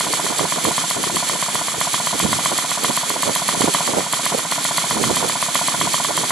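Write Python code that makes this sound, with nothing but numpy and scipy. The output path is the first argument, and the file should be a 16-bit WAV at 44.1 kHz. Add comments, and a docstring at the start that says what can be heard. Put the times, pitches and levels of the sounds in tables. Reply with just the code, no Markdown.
"""Air-driven jack pump

An air-driven hydraulic pump runs on a jack in a workshop, nearly eight strokes a second. Each cycle
the air valve spits and clicks, and the piston knocks on the oil tank, then again, duller, on its return.
Spent air hisses through the muffler all the while over a low rush; its draught buffets the microphone."""
import sys
import numpy as np
from scipy import signal
from scipy.fft import rfft, irfft
from scipy.io import wavfile
from scipy.ndimage import uniform_filter1d

SR = 44100
rng = np.random.default_rng(int(sys.argv[2]) if len(sys.argv) > 2 else 0)


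def generate_wav(sig):
    """Save sig (samples, or channels by samples) to the path in sys.argv[1] as 16-bit PCM at SR."""
    pcm = np.round(np.clip(np.atleast_2d(sig).T, -1, 1) * 32767).astype(np.int16)
    wavfile.write(sys.argv[1], SR, pcm)


N = 278271
TIME, HZ = np.arange(N) / SR, np.fft.rfftfreq(N, 1 / SR)

# pump strokes: t/s, knock accent/dB, spit accent/dB
STROKES = [(0.0082, -0.5, 0.5), (0.1366, 0, -0.5), (0.2656, -1.5, -3), (0.3942, -0.5, 0.5),
           (0.5234, -1, -2), (0.6522, 1, 1), (0.781, 0, -1), (0.9103, -2, 0.6), (1.0397, -1, 0),
           (1.1681, 0.5, 1), (1.2971, -1, -0.5), (1.426, -1, -1.5), (1.555, -1.2, -0.5), (1.6838, -3.5, -3),
           (1.8133, 0.5, -0.3), (1.9427, 0.5, -0.5), (2.0716, -0.5, -1.3), (2.201, 1, 0.7), (2.3303, 1, 0),
           (2.4589, 1, 0.5), (2.5873, -1.5, 1), (2.7164, -1.5, -0.5), (2.846, 1.5, -0.5),
           (2.975, -0.5, 0.5), (3.1037, -2.5, 0), (3.232, 0.5, 0.5), (3.3608, -0.7, 1.5), (3.4895, 1.5, 1),
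           (3.6185, 2.5, 1), (3.748, 3, 0), (3.877, -2, -1), (4.0062, -5, -15), (4.1352, 0, 1),
           (4.2637, -0.5, 0.2), (4.3934, -5, -1), (4.5225, -0.8, 0.2), (4.6517, 0.5, 0), (4.782, 0.5, 1),
           (4.9103, -0.5, -1), (5.0394, 2, 0), (5.1686, 0.4, 0.5), (5.2974, -1.5, -0.5), (5.427, -0.6, 0),
           (5.5549, 3, 0.5), (5.6843, 0.5, 0.5), (5.8136, 1, -0.5), (5.9428, 2, 1), (6.0483, -1, -1.5),
           (6.1774, 0.6, 0.5), (6.3065, 0.5, 0)]
# likeness of the air noise at the two microphone ports: f/Hz, coherence/0-1
AIR_COHERENCE = [(150, .5), (1000, .8), (2100, .8), (2700, .4), (4400, .88), (5200, .55), (10000, .68),
                 (12000, .4)]
# air noise arrives mostly from the right: f/Hz, left phase lead/rad
AIR_PHASE = [(1200, -0.37), (3100, -0.02), (4300, 0.26), (6100, -0.6), (8700, -0.99), (9300, -1.1),
             (11700, -2)]
# balance of the air noise: f/Hz, left minus right/dB
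AIR_PAN = [(150, -2), (1000, 0), (2100, -1), (3200, -3.5), (4400, 0), (6300, -3), (8300, -3), (10000, -4),
           (12000, -5.5)]
# colour of the air valve's spit: f/Hz, level/dB
SPIT_SPECTRUM = [(500, -18), (2200, -5), (2720, 2), (3300, -4), (4500, 9.5), (5100, -16), (7500, 5.5),
                 (8800, 1.5), (10200, 7), (12000, 5)]
# exhaust envelope through one cycle: t/s after the stroke, level/dB
EXHAUST_ENVELOPE = [(0, 3), (.003, 6), (.013, 5.5), (.05, 4), (.0572, 2), (.0592, -2.5), (.0617, -1),
                    (.0645, 2.5), (.095, 3), (.118, 5.5), (.129, 2)]
# colour of the hiss through the muffler: f/Hz, level/dB
MUFFLER_SPECTRUM = [(1000, -43), (1700, -4), (1980, -3.5), (2400, 0), (2720, -6), (3230, 1.5), (3650, 0),
                    (3880, -2.5), (4100, 0), (4450, 1.5), (4900, -4.5), (5400, -3), (5950, -3.5), (6400, 1),
                    (6900, -0.5), (7450, 3), (8000, 0), (8550, -3.5), (9200, -3.5), (9950, 2), (10900, -3),
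                    (11400, -4.5), (11750, -7), (15500, -43), (22000, -120)]
# colour of the low rush of air and oil: f/Hz, level/dB
RUSH_SPECTRUM = [(30, -11), (58, -25), (95, -8), (160, 4), (290, 5), (400, -2.5), (490, -0.5), (700, 1),
                 (1100, 4), (1450, -0.5), (1600, -0.5), (2100, -11), (2700, -38)]
# piston blows in three groups, the knock, a springy mid-stroke tap and the duller return:
# t/s after the stroke, relative force (push +, pull -), contact corner f/Hz, contact damping
PISTON_BLOWS = [(-0.00182, 0.087, 919, 0.19), (-0.00041, 0.87, 2428, 1.4), (0.00116, 0.2, 1370, 0.25),
                (0.00183, -0.55, 1096, 1.8), (0.00427, 0.19, 722, 0.81), (0.03284, 0.023, 1272, 0.16),
                (0.0367, 0.11, 1270, 0.15), (0.0536, 0.052, 741, 0.25), (0.05767, 0.47, 706, 0.69),
                (0.0589, 0.65, 683, 0.71), (0.06144, -0.23, 784, 0.26), (0.06408, 0.24, 1830, 0.97),
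                (0.0731, 0.03, 1084, 0.12)]
# ring of the pump body and oil tank: f/Hz, level/dB, t60/s
TANK_MODES = [(160.5, -22, 0.093), (210, -12.5, 0.016), (484, -21, 0.04), (602, -23, 0.06),
              (710, -14, 0.042), (902, -11.5, 0.021), (1005, -6.5, 0.035), (1061, -4.5, 0.025),
              (1125, -10, 0.045), (1419, -9, 0.053), (1697, -12, 0.024), (1906, -5.5, 0.014),
              (2053, -5, 0.03)]
# valve clicks in one cycle: t/s after the stroke, relative force
VALVE_CLICKS = [(-.0095, .25), (.003, 0.42), (.0075, .28), (0.0525, 0.089)]
# ring of the steel valve: f/Hz, level/dB, t60/s
VALVE_MODES = [(3180, 6, 0.035), (3320, 6, 0.026), (3800, -2, 0.011), (4100, -4, .03), (4280, 0, 0.035)]
# workshop reverb: f/Hz, t60/s
ROOM_DECAY = [(150, 0.94), (1000, 0.041), (4000, 1), (12000, 0.68)]
# narrow hollows in the pump's tone: f/Hz, width/Hz, gain/dB
NOTCHES = [(428, 45, 0), (1620, 84, -2.5), (2684, 72, -4.5), (5050, 210, -2), (8800, 320, -.8)]
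# gusts of exhaust air at the microphone: t/s, level/dB, length/s, centre f/Hz, left minus right/dB
GUSTS = [(0.105, -27, 0.13, 503, -4), (0.248, -22.5, 0.024, 440, -7), (0.309, -21, 0.026, 588, -12),
         (0.411, -18.5, 0.042, 490, -15), (0.441, -18.1, 0.018, 427, -9), (0.571, -20.5, 0.017, 520, -6),
         (0.671, -18.5, 0.053, 440, -7), (0.967, -22, 0.017, 510, 8), (0.998, -25, 0.042, 390, 4),
         (1.07, -21, 0.013, 380, 7), (1.145, -23, 0.06, 365, 5), (1.341, -26.4, 0.057, 580, 6),
         (1.547, -22.5, 0.017, 445, -9), (1.782, -23.5, 0.013, 380, -10), (2.151, -20.5, 0.016, 346, -11),
         (2.219, -29, 0.031, 312, -10), (2.251, -16, 0.044, 266, -10.5), (2.32, -24, 0.15, 212, -3),
         (2.527, -23, 0.037, 510, -6), (2.855, -25.5, 0.059, 503, -10), (2.898, -16, 0.017, 435, -8),
         (3.107, -25, 0.023, 543, -7), (3.157, -26, 0.038, 533, -9), (3.282, -17, 0.044, 534, -9),
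         (3.538, -22.5, 0.021, 450, -8), (3.573, -19, 0.0091, 355, 0), (3.607, -16, 0.011, 550, -8),
         (3.64, -15.5, 0.034, 380, -9), (3.682, -16.5, 0.034, 473, -8), (3.893, -17.5, 0.025, 611, -8),
         (3.939, -24, 0.037, 557, 0), (3.974, -16, 0.047, 560, -5), (4.322, -21, 0.0068, 730, -2),
         (4.345, -15, 0.015, 546, -6), (4.384, -23.5, 0.019, 623, -7), (4.928, -27, 0.014, 376, -6),
         (4.969, -23, 0.051, 334, -6), (5.01, -18, 0.037, 430, -16), (5.07, -21.5, 0.2, 230, -6),
         (5.108, -17.5, 0.026, 445, -16), (5.25, -19.5, 0.055, 604, -8), (5.836, -24.5, 0.12, 274, -11),
         (6.099, -20.5, 0.023, 566, -11), (6.215, -27, 0.11, 448, -5)]
# large single eddies: t/s, level/dB, centre f/Hz, left minus right/dB
SLAPS = [(0.6732, -8, 360, -9), (0.686, -6.5, 415, -13), (2.2528, -10, 263, -14), (3.277, -13, 500, -10),
         (3.6085, -7, 452, -14), (3.6442, -11, 287, -2), (3.6852, -13, 450, -11), (3.971, -7, 502, -10),
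         (3.9858, -3, 513, -8), (4.3514, -7.5, 467, -8), (5.1134, -8, 425, -16)]


def gain_of(db):
    """Decibels to amplitude."""
    return 10 ** (np.asarray(db) / 20)


def unit_rms(x):
    """Scales to rms 1."""
    return x / np.sqrt(np.mean(x ** 2) + 1e-20)


def curve(points, hz):
    """Reads a table on a log-frequency axis."""
    f, value = np.transpose(points)
    return np.interp(np.log(hz + 1), np.log(f + 1), value)


def pan(side_db):
    """Left and right gains for a level difference."""
    return gain_of(np.array([[.5], [-.5]]) * side_db)


def air_noise(spectrum):
    """Coloured stereo noise, partly alike at the two microphone ports and leaning right."""
    left, other = rfft(rng.standard_normal((2, N)))
    coherence = curve(AIR_COHERENCE, HZ)
    right = coherence * left + np.sqrt(1 - coherence ** 2) * other
    right *= np.exp(-1j * curve(AIR_PHASE, HZ))
    stereo = np.array([left, right]) * pan(curve(AIR_PAN, HZ))
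    return unit_rms(irfft(stereo * gain_of(curve(spectrum, HZ)), N))


def stroke_clock(early_s):
    """Seconds since the latest stroke began, `early_s` before its knock, and that stroke's index."""
    starts = np.transpose(STROKES)[0] - early_s
    latest = np.searchsorted(starts, TIME, side="right") - 1
    period = np.median(np.diff(starts))
    since = np.where(latest < 0, TIME - starts[0] + period, TIME - starts[latest])
    return since, np.maximum(latest, 0)


def spit(level_db=-7.0, early_s=.0094, attack_s=0.00072, decay_s=0.0038, accent=2.1):
    """A sharp, bright puff as the air valve opens just ahead of the knock."""
    since, stroke = stroke_clock(early_s)
    accent_db = accent * np.transpose(STROKES)[2][stroke]
    envelope = (1 - np.exp(-since / attack_s)) * np.exp(-since / decay_s)
    return gain_of(level_db + accent_db) * envelope * air_noise(SPIT_SPECTRUM)


def exhaust(level_db=-26.5, accent=0.54, flutter_db=0.65):
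    """Turbulent hiss that swells after each knock and chokes as the piston turns round."""
    since, stroke = stroke_clock(0)
    flow_db = np.interp(since, *np.transpose(EXHAUST_ENVELOPE))
    accent_db = accent * np.transpose(STROKES)[1][stroke]
    flutter = unit_rms(uniform_filter1d(rng.standard_normal(N), size=130))
    return gain_of(level_db + flow_db + accent_db + flutter_db * flutter) * air_noise(MUFFLER_SPECTRUM)


def rush(level_db=-32.5, lumpy_db=1.95, stir=0.075, settle_s=0.13):
    """A low, lumpy bed of air and oil, stirred up around gusts and calm between them."""
    lumps = unit_rms(uniform_filter1d(uniform_filter1d(rng.standard_normal(N), size=700), size=300))
    wind = sum(gain_of(db) ** 2 * length * np.exp(-abs(TIME - at) / settle_s)
               for at, db, length, _, _ in GUSTS)
    wind_db = 10 * np.log10(wind / np.median(wind))
    return gain_of(level_db + lumpy_db * lumps + stir * wind_db) * air_noise(RUSH_SPECTRUM)


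def struck(blows, modes, scatter_db, accent, top_hz, jitter_s=.00003, accent_fade_s=0.11, size=288000):
    """Every stroke deals its blows to ringing modes; soft contacts leave the high ones quiet."""
    starts, knock_db = np.transpose(STROKES)[:2]
    hz, t = np.fft.rfftfreq(size, 1 / SR), np.arange(SR // 4) / SR
    ring = sum(gain_of(db - 60 * t / t60) * np.cos(2 * np.pi * f * t) for f, db, t60 in modes)
    drive = 0
    for delay, force, corner_hz, damping in blows:
        # loose parts never land quite alike
        lands = starts + delay + jitter_s * rng.standard_normal(len(starts))
        hit_db = scatter_db * rng.standard_normal(len(starts))
        hit_db += accent * knock_db * np.exp(-delay / accent_fade_s)
        hits = np.zeros(size)
        hits[np.round(lands * SR).astype(int)] = force * gain_of(hit_db)
        s = 1j * hz / corner_hz
        drive += rfft(hits) / (1 + damping * s + s ** 2)  # the contact is a springy low-pass
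    drive /= 1 + (hz / top_hz) ** 20
    return signal.oaconvolve(irfft(drive, size)[:N], ring)[:N]


def piston(level_db=-12.0, side_db=0.4):
    """The piston knocks on the tank at both ends of its travel and bounces each time."""
    knocks = struck(PISTON_BLOWS, TANK_MODES, scatter_db=0.85, accent=0.99, top_hz=2350)
    return gain_of(level_db) * pan(side_db) * knocks


def valve(level_db=-20.0, side_db=-5, contact_hz=5000, damping=2):
    """The steel valve snaps over and rings briefly."""
    blows = [(delay, force, contact_hz, damping) for delay, force in VALVE_CLICKS]
    clicks = struck(blows, VALVE_MODES, scatter_db=0, accent=1.7, top_hz=9000)
    return gain_of(level_db) * pan(side_db) * clicks


def workshop(send, predelay_s=0.014, echoes_per_s=3000):
    """Scattered reflections off floor and stacked steel, each band dying at its own speed."""
    echoes = rng.standard_normal((2, SR)) * (rng.random((2, SR)) < echoes_per_s / SR)
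    echoes *= TIME[:SR] > predelay_s
    hz, t, bands = signal.stft(echoes, SR, nperseg=256)
    decay = gain_of(-60 * t / curve(ROOM_DECAY, hz)[:, None])
    tail = signal.istft(bands * decay, SR, nperseg=256)[1]
    tail /= np.linalg.norm(tail, axis=1, keepdims=True)
    return signal.oaconvolve(send, tail, axes=1)[:, :N]


def carve_notches(x):
    """Narrow notches hollow out the pump's sound, leaving the draught untouched."""
    dip_db = sum(db * np.exp(-((HZ - hz) / width) ** 2) for hz, width, db in NOTCHES)
    return irfft(rfft(x) * gain_of(dip_db), N)


def draught(eddies_per_s=600, spread_db=3.5, stereo_width=0.8, left_lag_s=0.00036,
            damping=0.99, rolloff_ratio=0.38, size=2 ** 14):
    """Each gust is a swarm of eddies hitting the ports; faster gusts have smaller, higher ones."""
    t, hz = (np.arange(size) - size // 2) / SR, np.fft.rfftfreq(size, 1 / SR)
    lag = np.exp(-2j * np.pi * hz * np.array([[left_lag_s], [0]]))
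    out = np.zeros((2, N + size))
    for at, db, length, centre_hz, side_db in GUSTS:
        polarity = rng.choice([-1, 1], (3, size))  # rows: shared, left only, right only
        strength = gain_of(spread_db * np.minimum(rng.exponential(1, (3, size)), 4))
        eddies = polarity * strength * (rng.random((3, size)) < eddies_per_s / SR)
        swell = np.exp(-2 * abs(t) / length)
        swarm = (eddies[0] + stereo_width * eddies[1:]) * swell
        s = 1j * hz / centre_hz
        colour = s / (1 + damping * s + s ** 2) / (1 + s / rolloff_ratio)  # darkened band-pass
        gust = unit_rms(irfft(rfft(swarm) * colour * lag, size) * pan(side_db))
        start = round(at * SR)
        out[:, start:start + size] += gain_of(db) * gust * np.sqrt(np.mean(swell ** 2))
    return out[:, size // 2:][:, :N]


def slaps(left_lag_s=0.00037):
    """Single large eddies: one swing of pressure that reaches the right port first."""
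    out = np.zeros((2, N))
    for at, db, centre_hz, side_db in SLAPS:
        phase = 2 * np.pi * centre_hz * (TIME - at - np.array([[left_lag_s], [0]]))
        swing = -phase * np.exp(-np.minimum(phase ** 2, 100) / 2)
        out += gain_of(db) * pan(side_db) * swing
    return out


def scene(knock_send_db=-11, air_send_db=-14):
    """The pump in its workshop, with the draught dry and right on the microphone."""
    knocks = piston() + valve()
    air = exhaust() + spit()
    room = workshop(gain_of(knock_send_db) * knocks + gain_of(air_send_db) * air)
    return carve_notches(knocks + air + room + rush()) + draught() + slaps()


def record(dry, low_cut_hz=105, ceiling=.85, high_cut_hz=12050):
    """Bass roll-off, soft overload and a steep high cut."""
    thinned = signal.sosfilt(signal.butter(2, low_cut_hz, "highpass", fs=SR, output="sos"), dry)
    saturated = thinned / (1 + (thinned / ceiling) ** 4) ** .25
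    high_cut = signal.firwin(511, high_cut_hz, window=("kaiser", 9), fs=SR)
    return signal.oaconvolve(saturated, high_cut[None], "same")


dry = scene()
out = record(dry)
generate_wav(out)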